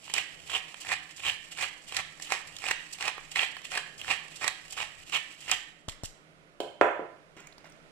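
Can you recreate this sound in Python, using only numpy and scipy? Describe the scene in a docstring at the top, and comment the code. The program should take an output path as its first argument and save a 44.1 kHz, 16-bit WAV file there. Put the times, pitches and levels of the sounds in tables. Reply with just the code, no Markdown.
"""A hard-walled kitchen, with an appliance humming far off. A wooden pepper mill is twisted sixteen
times over a pot: peppercorns crunch and crack, ringing its cavity, steel burr and wood. A palm slaps
the mill twice, it is set down on a stone counter and rocks once, then a spoon stirs sticky rice.
A close pair of microphones hears it from the right."""
import sys
import numpy as np
from scipy import signal
from scipy.fft import rfft, irfft, next_fast_len
from scipy.io import wavfile
from scipy.ndimage import uniform_filter1d, map_coordinates

SR = 44100
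rng = np.random.default_rng(int(sys.argv[2]) if len(sys.argv) > 2 else 0)


def transcribe(signal):
    """Save signal, clipped to [-1, 1], as a 16-bit WAV file at the path in sys.argv[1]."""
    frames = np.atleast_2d(signal).T
    limited = np.clip(frames, -1, 1)
    pcm = np.round(limited * 32767).astype(np.int16)
    wavfile.write(sys.argv[1], SR, pcm)


N = 349051
T = np.arange(N) / SR


def amp(db):
    """Decibels to gain."""
    return 10 ** (np.asarray(db) / 20)


def unit(x):
    """Scaled to rms 1."""
    return x / np.sqrt(np.mean(x ** 2) + 1e-20)


def along(points, hz):
    """Interpolates (Hz, value) points on a log axis."""
    freqs, values = np.transpose(points)
    return np.interp(np.log(hz + 1), np.log(freqs + 1), values)


def balance(points):
    """Stereo response from (Hz, left minus right dB) points."""
    return lambda hz: amp(np.outer([.5, -.5], along(points, hz)))


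def curves(rows):
    """One curve per column after the time; the first is -120 dB outside the rows."""
    times, db, *columns = np.transpose(rows)
    return [np.interp(T, times, db, -120, -120)] + [np.interp(T, times, c) for c in columns]


def fading(events, db_per_s):
    """Gain that jumps at each (s, dB), then decays."""
    return sum(amp(db - db_per_s * np.abs(T - s)) * (T >= s) for s, db in events)


def wobble(knots_per_s):
    """Smooth random curve."""
    return map_coordinates(rng.standard_normal(int(N * knots_per_s / SR) + 4), [T * knots_per_s])


def filtered(x, response):
    """Applies a complex frequency response."""
    size = next_fast_len(N + SR // 2)
    return irfft(rfft(x, size) * response(np.fft.rfftfreq(size, 1 / SR)), size)[..., :N]


def resonant(modes):
    """Response of (Hz, width Hz, dB) modes, Q at most 10; white noise keeps its level."""
    def shape(f):
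        total = 0
        for k, (hz, width, db) in enumerate(modes):
            damping = 1j * f * max(width, hz / 10)
            total += (-1) ** k * amp(db) * damping / (hz * hz - f * f + damping)
        return total
    rms = np.sqrt(np.mean(abs(shape(np.linspace(0, SR / 2, 2000))) ** 2))
    return lambda f: shape(f) / rms


def grit(per_s, spread_db, clump_db):
    """Tiny random impulses of uneven size, in clumps."""
    hit = rng.random(N) < per_s / SR
    size = amp(spread_db * np.minimum(rng.exponential(size=N), 4.5) + clump_db * wobble(120))
    return unit(hit * size * rng.standard_normal(N))


def add(track, s, sound):
    """Mixes a sound into the track at time s."""
    part = track[..., round(s * SR):][..., :sound.shape[-1]]
    part += sound[..., :part.shape[-1]]


# Each row: frequency in Hz, relative noise density in dB.
AIR_SPECTRUM = [(26, -43), (45, -22), (65, -30.5), (139, -2), (275, -6.5), (662, -6.5), (866, -16),
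                (1410, -12.5), (1640, -18), (2140, -15), (8410, -29.5), (9280, -29.5), (11300, -35.5),
                (15500, -56.5)]
# Each row: frequency in Hz, left-right correlation (clipped to -1..1).
AIR_CORRELATION = [(60, 0.12), (130, -0.28), (290, 0.36), (640, 0.78), (1410, -1.2), (3100, -0.48),
                   (6820, -0.03), (15000, 0.34)]
# Each row: frequency in Hz, left minus right in dB.
AIR_BALANCE = [(60, -5), (180, -3), (550, -5.5), (1650, -17.5), (4970, -6), (15000, 3.5)]


def room_air(level_db=-59.5):
    """Soft, slowly wavering noise, partly shared by both microphones."""
    def mid_side(hz):
        angle = np.arccos(np.clip(along(AIR_CORRELATION, hz), -1, 1)) / 2
        return amp(along(AIR_SPECTRUM, hz)) * [np.cos(angle), np.sin(angle)]
    mid, side = filtered(rng.standard_normal((2, N)), mid_side)
    air = filtered(np.array([mid + side, mid - side]), balance(AIR_BALANCE))
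    return amp(level_db + 1.5 * wobble(2.1)) * unit(air)


# Each row: centre in Hz, width in Hz, level in dB.
HUM_BANDS = [(159.4, 11, -69), (305, 11.4, -72.5)]


def appliance_hum():
    """A distant appliance: narrow noise bands that waver."""
    out = np.zeros(N)
    for hz, width, db in HUM_BANDS:
        band = filtered(rng.standard_normal(N), lambda f: np.exp(-((f - hz) / width) ** 2))
        out += amp(db) * unit(band)
    return out


# Each row: time in s, relative level of the deep band in dB.
DEEP_RUMBLE = [(0, -74), (2.3, -67), (3.4, -72), (5.5, -67.5), (6.2, -74), (6.4, -81.5), (7.91, -75)]


def rumble(rest_db=-79.5, lag_s=.06, jolt_t60_s=.33):
    """Two low bands, mostly left; twists and knocks stir up the higher one."""
    def band(hz, log_width):
        noise = rng.standard_normal((2, N))
        return unit(filtered(noise, lambda f: np.exp(-(np.log((f + 1) / hz) / log_width) ** 2)))
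    deep_db, = curves(DEEP_RUMBLE)
    shake = amp(-59.5 + .73 * (wrist_effort()[0] - FULL_CRUNCH_DB))
    shake = uniform_filter1d(shake, size=round(lag_s * SR))
    jolts = fading([(s, db - 47) for s, db, *_ in BASE_KNOCKS], 60 / jolt_t60_s)
    deep = amp(deep_db + 3 * wobble(4.9)) * band(21.2, .44)
    upper = (amp(rest_db) + shake + jolts) * amp(2.9 * wobble(6.2)) * band(90, .64)
    return (deep + upper) * amp([[5.5], [-11]])


# Each row: frequency in Hz, reverberation T60 in s.
WALL_DECAY = [(150, 0.25), (600, 0.53), (2000, 0.6), (5000, 0.47), (12000, 0.36)]


def wall_reverb(x):
    """Diffuse tails off hard walls; each 0.3 s of sound meets a new one."""
    out, step = np.zeros((2, N)), int(.3 * SR)
    for start in range(0, N, step):
        hz, t, spectra = signal.stft(rng.standard_normal((2, SR * 3 // 4)), SR, nperseg=256)
        decay = amp(-60 * t / along(WALL_DECAY, hz)[:, None])
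        tail = signal.istft(spectra * decay, SR, nperseg=256)[1]
        tail /= np.linalg.norm(tail[0])
        add(out, start / SR + .005, signal.fftconvolve(x[None, start:start + step], tail, axes=1))
    # Long waves reach both microphones alike.
    out += filtered(out[::-1] - out, lambda hz: 1 / (1 + (hz / 600) ** 2)) / 2
    colour_hz_db = [(200, -7.5), (1000, -2.5), (3000, -6), (10000, -5.5)]
    return filtered(out, lambda hz: amp(along(colour_hz_db, hz)))


# Each row: frequency in Hz, left minus right in dB.
MIC_BALANCE = [(100, -6), (300, 5.5), (700, -8), (1400, -6.5), (2000, -12), (3000, -10.5), (4500, -6.5),
               (8000, -12), (15000, 4)]
# Pot and counter echoes, left list then right. Each row: delay in ms, gain in dB.
NEAR_ECHOES = [
    [(.6, -10), (1.5, -8), (2.9, 0.5)],
    [(.9, -25), (2.1, -15.5), (3.6, -12.5)],
]


def mic_pair(hz, left_lead_ms=.076):
    """Response of each capsule; small nearby things reflect only short waves."""
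    treble = hz ** 2 / (hz ** 2 + 1200 ** 2)
    echoes = [1 + treble * sum(amp(db) * np.exp(-2j * np.pi * hz * ms / 1000) for ms, db in side)
              for side in NEAR_ECHOES]
    lead = np.exp(1j * np.pi * np.outer([1, -1], hz) * left_lead_ms / 1000)
    return balance(MIC_BALANCE)(hz) * lead * echoes


# Each row: start in s, level in dB.
SPOON_PUSHES = [(7.366, -51), (7.58, -68.5), (7.642, -57.5)]
# Each row: start in s, level in dB, pitch in Hz.
GRAIN_SMACKS = [(7.367, -39, 327), (7.368, -49, 2170), (7.403, -45, 7100), (7.471, -40.5, 7200),
                (7.473, -40.5, 2230), (7.525, -44.5, 4270), (7.581, -42, 4840), (7.581, -44.5, 804),
                (7.644, -40, 620), (7.646, -51, 4780), (7.655, -41.5, 1565), (7.665, -60, 10300),
                (7.698, -50.5, 8260), (7.722, -49, 5600)]


def spoon_in_rice(smack_t60_s=.013):
    """Each push rustles wetly; sticky grains let go with short pitched smacks."""
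    wet = grit(per_s=9000, spread_db=1, clump_db=1.5) * fading(SPOON_PUSHES, db_per_s=98)
    out = filtered(wet, resonant([(331, 305, -3.5), (900, 1400, -6.5), (2330, 1100, -5)]))
    out += filtered(wet * amp(-15.5), resonant([(5000, 1700, .014), (7900, 2500, .0054)]))
    t = np.arange(SR // 50) / SR
    attack = np.sin(np.pi * np.clip(t / .00098, 0, .5))
    for s, db, hz in GRAIN_SMACKS:
        drift = .75 * rng.standard_normal(len(t)).cumsum() * np.sqrt(hz / SR)
        add(out, s, amp(db - 60 * t / smack_t60_s) * attack * np.sin(2 * np.pi * hz * t + drift))
    return out


# Each row: start in s, ring peak in dB, contact time in ms, tick in dB re peak.
BASE_KNOCKS = [(6.6028, -20.5, 1.25, -9), (6.8124, -4, 0.41, -27), (6.993, -24, 1.52, -39),
               (7.02, -33, 1.9, -41)]
# Each row: frequency in Hz, relative level in dB.
COUNTER_MODES = [(355, -7), (441, -3.5), (540, -2), (610, 0), (700, -1), (800, 0.5), (1000, 2), (1200, -1),
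                 (1370, 4.5), (1560, 0.5), (1770, 5.5), (2090, -3), (2500, 2), (3100, -31)]
# Each row: frequency in Hz, width in Hz, relative level in dB.
RIM_MODES = [(2100, 2100, -8.5), (3200, 490, 4), (7540, 1200, -12.5)]


def counter_knocks(lowest_t60_s=.12):
    """The base rings mill and counter, duller for longer contact; its rim ticks on the stone."""
    out, ticks, t = np.zeros(N), np.zeros(N), np.arange(SR // 5) / SR
    low_cut = signal.butter(4, 330, "high", fs=SR, output="sos")  # a small object radiates little bass
    for s, db, contact_ms, tick_db in BASE_KNOCKS:
        ring = np.zeros(len(t))
        for hz, mode_db in COUNTER_MODES:
            t60_s = lowest_t60_s / (hz / COUNTER_MODES[0][0]) ** 1.45
            ring += amp(mode_db + rng.normal(0, 1) - 60 * t / t60_s) * np.sin(2 * np.pi * hz * t)
        blow = np.sin(np.pi * np.clip(t[:SR // 200] * 1000 / contact_ms, 0, 1)) ** 2
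        ring = signal.sosfilt(low_cut, np.convolve(ring, blow)[:len(t)])
        add(out, s, amp(db) * ring / abs(ring).max())
        add(ticks, s, amp(db + tick_db - 60 * t / .019) * rng.standard_normal(len(t)))
    return out + filtered(ticks, resonant(RIM_MODES))


# Each row: start in s, then thump, slap and rattle levels in dB.
PALM_SLAPS = [(5.883, -28.5, -31, -44), (6.035, -27.5, -29.5, -40)]


def palm_slaps():
    """The palm slaps dully and shakes the corns; its thump reaches the left microphone most."""
    slap, thump, t = np.zeros(N), np.zeros(N), np.arange(SR // 4) / SR
    rattle = filtered(grit(per_s=6000, spread_db=1.5, clump_db=2), resonant(WOOD_MODES + BURR_MODES))
    damped = lambda hz, t60_s, wave=np.sin: wave(2 * np.pi * hz * t) * amp(-60 * t / t60_s)
    push = damped(88, .039, np.cos) * (1 - np.exp(-t / .0025))
    sway = .2 * damped(24, .3) * (1 - np.exp(-t / .017))
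    for s, thump_db, slap_db, rattle_db in PALM_SLAPS:
        add(thump, s, amp(thump_db) * (sway - push) - amp(slap_db) * damped(260, .01))
        add(slap, s, -amp(slap_db) * damped(600, .0091))
        add(slap, s, amp(rattle_db - 60 * t / .17) * rattle[round(s * SR):][:len(t)])
    return slap, thump * amp([[5], [-14]])


# Each row: frequency in Hz, width in Hz, relative level in dB.
CAVITY_MODES = [(750, 74, -1), (1260, 304, 2.5), (460, 1090, -4), (1556, 96, -1)]
WOOD_MODES = [(1855, 250, -5.5), (2456, 418, -1.5), (2726, 516, 0), (3083, 342, -1), (3990, 910, -7),
              (4720, 1700, -12)]
BURR_MODES = [(4496, 1420, 4.5), (6120, 1850, 3), (7480, 700, 9.5), (9550, 6350, -2), (12780, 6700, -8)]


def mill_body(on_cavity, on_wood, on_burr, favoured_hz):
    """Forces ring the mill: wood modes near favoured_hz lead ahead, less so all around."""
    ahead = around = (filtered(on_cavity, resonant(CAVITY_MODES))
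                      + amp(2.5) * filtered(on_burr, resonant(BURR_MODES)))
    for k, (hz, width, db) in enumerate(WOOD_MODES):
        mode = resonant([(hz, width, 0)])
        detuning = np.log(hz / favoured_hz) ** 2
        drive = (-1) ** k * amp(db) * on_wood
        ahead = ahead + filtered(drive * amp(-np.minimum(110 * detuning, 10)), mode)
        around = around + filtered(drive * amp(1.5 - np.minimum(25 * detuning, 3)), mode)
    return ahead, around.mean(0)


# Each row: start in s, burr level in dB, wood in dB re burr.
GRIP_RUBS = [(0.05, -43.5, 10), (0.4628, -52, -5), (0.802, -32, -4), (1.16, -36, -7), (1.513, -36, 0),
             (1.876, -39.5, 0), (2.2207, -29, 1), (2.4704, -38.5, 7), (2.924, -29.5, -2),
             (3.3133, -34.5, 6), (3.6416, -47, -9), (3.9789, -44, -6), (4.3554, -32, 0), (4.7047, -35, 0),
             (4.7222, -31, 7), (5.0696, -47, 2), (5.4036, -40.5, 4)]


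def grip_rubs(rise_s=.0078, t60_s=.044, gain_db=-7.5):
    """Envelopes on burr and wood: the burr slips as the hand takes a new grip."""
    out, t = np.zeros((2, N)), np.arange(SR // 8) / SR
    envelope = amp(gain_db - 60 * t / t60_s) * (1 - np.exp(-t / rise_s))
    for s, db, wood_db in GRIP_RUBS:
        add(out, s, amp([[db], [db + wood_db]]) * envelope)
    return out


REST_DB, SLACK_DB, SLACK_END_DB, FULL_CRUNCH_DB = -54.5, -49.5, -45, -23
# Each row: bite time in s; slack, push and fade lengths in s; crunch at bite and at stop in dB;
# cavity in dB re crunch; favoured wood pitch in Hz.
WRIST_TWISTS = [(0.139, .095, 0.049, 0.071, -29.5, -25.5, -12, 2650),
                (0.484, .055, 0.078, 0.045, -45, -22.5, -12, 2820),
                (0.852, 0.047, 0.076, 0.055, -41.5, -23, -9.5, 2220),
                (1.24, 0.092, 0.039, 0.1, -28, -22, -14, 2700),
                (1.572, 0.06, 0.065, 0.061, -39.5, -24.5, -10, 2400),
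                (1.914, 0.045, 0.087, 0.019, -43.5, -24, -10.5, 2340),
                (2.285, 0.073, 0.045, 0.096, -45.5, -24.5, -9.5, 2200),
                (2.622, 0.1, 0.093, 0.022, -40.5, -26.5, -9.5, 2250),
                (3.001, 0.092, 0.09, 0.026, -36, -26.5, -7, 2330),
                (3.357, .048, 0.08, 0.052, -25, -23.5, -13.5, 2400),
                (3.714, 0.072, 0.061, 0.062, -35.5, -26, -8, 2360),
                (4.062, 0.099, 0.051, 0.069, -39.5, -20, -10.5, 2360),
                (4.412, 0.09, .068, 0.027, -32, -27, -7.5, 2190),
                (4.77, .075, 0.06, 0.044, -32, -27.5, -9.5, 2400),
                (5.123, 0.072, .04, 0.054, -26, -22.5, -11.5, 2570),
                (5.463, 0.055, 0.06, 0.077, -43, -23.5, -10.5, 2640)]


def wrist_effort(bite_s=.005, slack_cavity_db=-14.5, slack_hz=2800):
    """Crunch dB, cavity dB and wood Hz as each twist takes up slack, bites, pushes and fades."""
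    rows = []
    for bite, slack, push, fade, bite_db, stop_db, cavity_db, hz in WRIST_TWISTS:
        rows += [(bite - slack - bite_s, REST_DB, slack_cavity_db, hz),
                 (bite - slack, SLACK_DB, slack_cavity_db, slack_hz),
                 (bite - bite_s, SLACK_END_DB, slack_cavity_db, slack_hz),
                 (bite, bite_db, cavity_db, hz),
                 (bite + push, stop_db, cavity_db, hz),
                 (bite + push + fade, REST_DB, cavity_db, hz)]
    opening = (0, *rows[0][1:])
    settled = (rows[-1][0] + .34, REST_DB - 45, *rows[-1][2:])  # the grounds stop trickling
    return curves(sorted([opening, *rows, settled], key=lambda row: row[0]))


def grinding():
    """Tiny fractures and scrapes crunch under each twist while the burr hisses."""
    crunch_db, cavity_db, favoured_hz = wrist_effort()
    crunch_db += 4 * wobble(60) * (crunch_db < SLACK_END_DB)  # flutter in the quiet stretches
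    burr_db = np.where(crunch_db > -100, -41 + .62 * (crunch_db - FULL_CRUNCH_DB), crunch_db)
    fracture = grit(per_s=2500, spread_db=.5, clump_db=1.5)
    # Each capsule faces another part of the burr.
    scrape = np.array([grit(per_s=5000, spread_db=2, clump_db=3) for side in range(2)])
    burr_rub, wood_rub = grip_rubs()
    force = (amp(crunch_db - 4.5) + wood_rub) * (fracture + amp(-4.5) * scrape)
    hiss = (amp(burr_db - 8) + burr_rub) * (fracture + amp(3) * scrape)
    return mill_body(force * amp(cavity_db), force, hiss, favoured_hz)


# Corns cracking under the burr, and jumping after the slaps.
# Each row: start in s, level in dB, cavity and burr offsets in dB, favoured wood pitch in Hz.
CORN_CRACKS = [(0.0777, -39, -3, -21, 2760), (0.0982, -30.5, -12, -20, 2690),
               (0.1378, -23.5, -16, -2.5, 3060), (0.1624, -22, -17, -15, 2400),
               (0.1804, -13.5, -37, -18, 2270), (0.4964, -32.5, -7, -20, 2920),
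               (0.537, -23.5, -12.5, -29, 3100), (0.5506, -26, -17, -33, 3180),
               (0.7419, -33.5, -9.5, -15, 2760), (0.847, -34, -7.5, -15, 1950),
               (0.8677, -32, -18, -15, 2770), (0.8894, -25, -11.5, -16, 2810),
               (0.9164, -24, -10, -16, 1880), (1.1089, -44, -22, -6, 2760), (1.195, -39, -7, -8, 2950),
               (1.2341, -28, -19.5, -24, 2700), (1.2643, -24, -14, -18, 2720),
               (1.2964, -19, -18, -19, 3070), (1.5735, -34.5, -6, -9, 2760), (1.5865, -30, -17, -13, 1900),
               (1.6099, -25, -17, -13, 1830), (1.9221, -31, -8, -10, 2720), (1.9449, -27.5, -21, -11, 2530),
               (1.9664, -15.5, -23, -9, 1830), (2.198, -36, -11, -9.5, 1760), (2.303, -32, -9, -9, 2730),
               (2.3206, -20, -6, -5, 2100), (2.5653, -34, -22, -5.5, 4080), (2.5857, -39, -14, -3, 2880),
               (2.6393, -27, -7, -14, 1970), (2.6649, -25.5, -10, -14, 2720),
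               (2.6847, -21.5, -13, -11.5, 2510), (2.7102, -13.5, -9.5, -15.5, 1710),
               (2.985, -34, -15, -12, 2100), (3.0075, -25.5, -12, -11, 2660),
               (3.0246, -21.5, -19, -16, 1900), (3.0789, -15, -10, -15.5, 2060),
               (3.1796, -37, 2.5, -15, 1900), (3.3585, -19, -14, -23, 1940),
               (3.3916, -15.5, -21, -29, 2570), (3.4301, -24.5, -12, -27, 2600),
               (3.5668, -27.5, -13.5, -33, 1730), (3.6164, -42, -17, -9, 2460),
               (3.6686, -42, -28, -6, 2740), (3.717, -27.5, -10.5, -12, 2550),
               (3.7518, -24.5, -15, -18, 1840), (3.7749, -18.5, -10, -12.5, 1870),
               (3.9794, -47.5, -13, 2.5, 2880), (4.0137, -27, -23, -15, 2800),
               (4.0444, -33.5, -7.5, -12, 2160), (4.0791, -26, -17, -29, 2460),
               (4.1062, -23, -6.5, -26, 2370), (4.4164, -32, -8, -11, 2270), (4.4424, -21.5, -8, -16, 1750),
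               (4.4778, -17, -14, -7.5, 1920), (4.6804, -44.5, -19, -4, 2730),
               (4.776, -29.5, -4.5, -13, 2650), (4.7871, -28, -14.5, -16, 2410),
               (4.8019, -21.5, -13, -26, 2410), (5.096, -36, -14, -8, 2700),
               (5.1302, -30.5, -23, -16, 2450), (5.1583, -19, -27, -32, 2960), (5.479, -33, -10, -18, 1920),
               (5.4963, -22, -14, -18, 1820), (5.514, -17.5, -15, -2.5, 2510)]
CORN_JUMPS = [(5.8855, -30.5, -8, -8, 3140), (5.894, -33, -16.5, -6, 2660), (5.9197, -44, -20, -9, 2740),
              (6.0439, -43.5, -4, -21, 3300), (6.0557, -37, -19, 1, 3060)]


def single_corns(t60_s=.013, seat_scatter_db=3.5):
    """Each corn drives cavity, wood and burr with a noise burst from its own spot in the mill."""
    forces, favoured_hz, t = np.zeros((3, 2, N)), np.ones(N), np.arange(SR // 25) / SR
    envelope = amp(-60 * t / t60_s) * (1 - np.exp(-t / .00022))
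    for s, db, cavity_db, burr_db, hz in CORN_CRACKS + CORN_JUMPS:
        shared, left, right = rng.standard_normal((3, len(t))) * envelope
        burst = np.array([shared + width * np.array([left, right]) for width in (.3, .3, .47)])
        burst *= amp(db) / np.sqrt(np.mean(shared[:SR // 500] ** 2))
        pan = amp(np.array([[.5], [-.5]]) * seat_scatter_db * rng.standard_normal())
        coupling = amp([cavity_db - 1, -3, burr_db - 5])[:, None, None]
        add(forces, s, coupling * pan * burst)
        favoured_hz[round(s * SR):] = hz
    return mill_body(*forces, favoured_hz)


def pepper_mill():
    """Crunch plus cracks, ahead and all around; the slim mill radiates little bass."""
    low_cut = signal.butter(2, 420, "high", fs=SR, output="sos")
    return [signal.sosfilt(low_cut, crunch + cracks)
            for crunch, cracks in zip(grinding(), single_corns())]


def scene():
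    """Direct sound and wall reverberation at the microphones, over the background."""
    mill_ahead, mill_around = pepper_mill()
    slap, thump = palm_slaps()
    knocks = counter_knocks()
    stir = spoon_in_rice()
    direct = filtered(mill_ahead + slap + stir + knocks, mic_pair)
    to_walls = amp(-5) * (mill_around + slap) + amp(-4) * stir + amp(4.5) * knocks
    walls = filtered(wall_reverb(to_walls), balance(MIC_BALANCE))
    return direct + walls + thump + room_air() + appliance_hum() + rumble()


def record(dry):
    """The preamplifier rounds off the loudest peak; the treble is band-limited."""
    ceiling, top_hz = .95, 15900
    rounded = dry / (1 + abs(dry / ceiling) ** 6) ** (1 / 6)
    return filtered(rounded, lambda hz: hz < top_hz)


dry = scene()
out = record(dry)
transcribe(out)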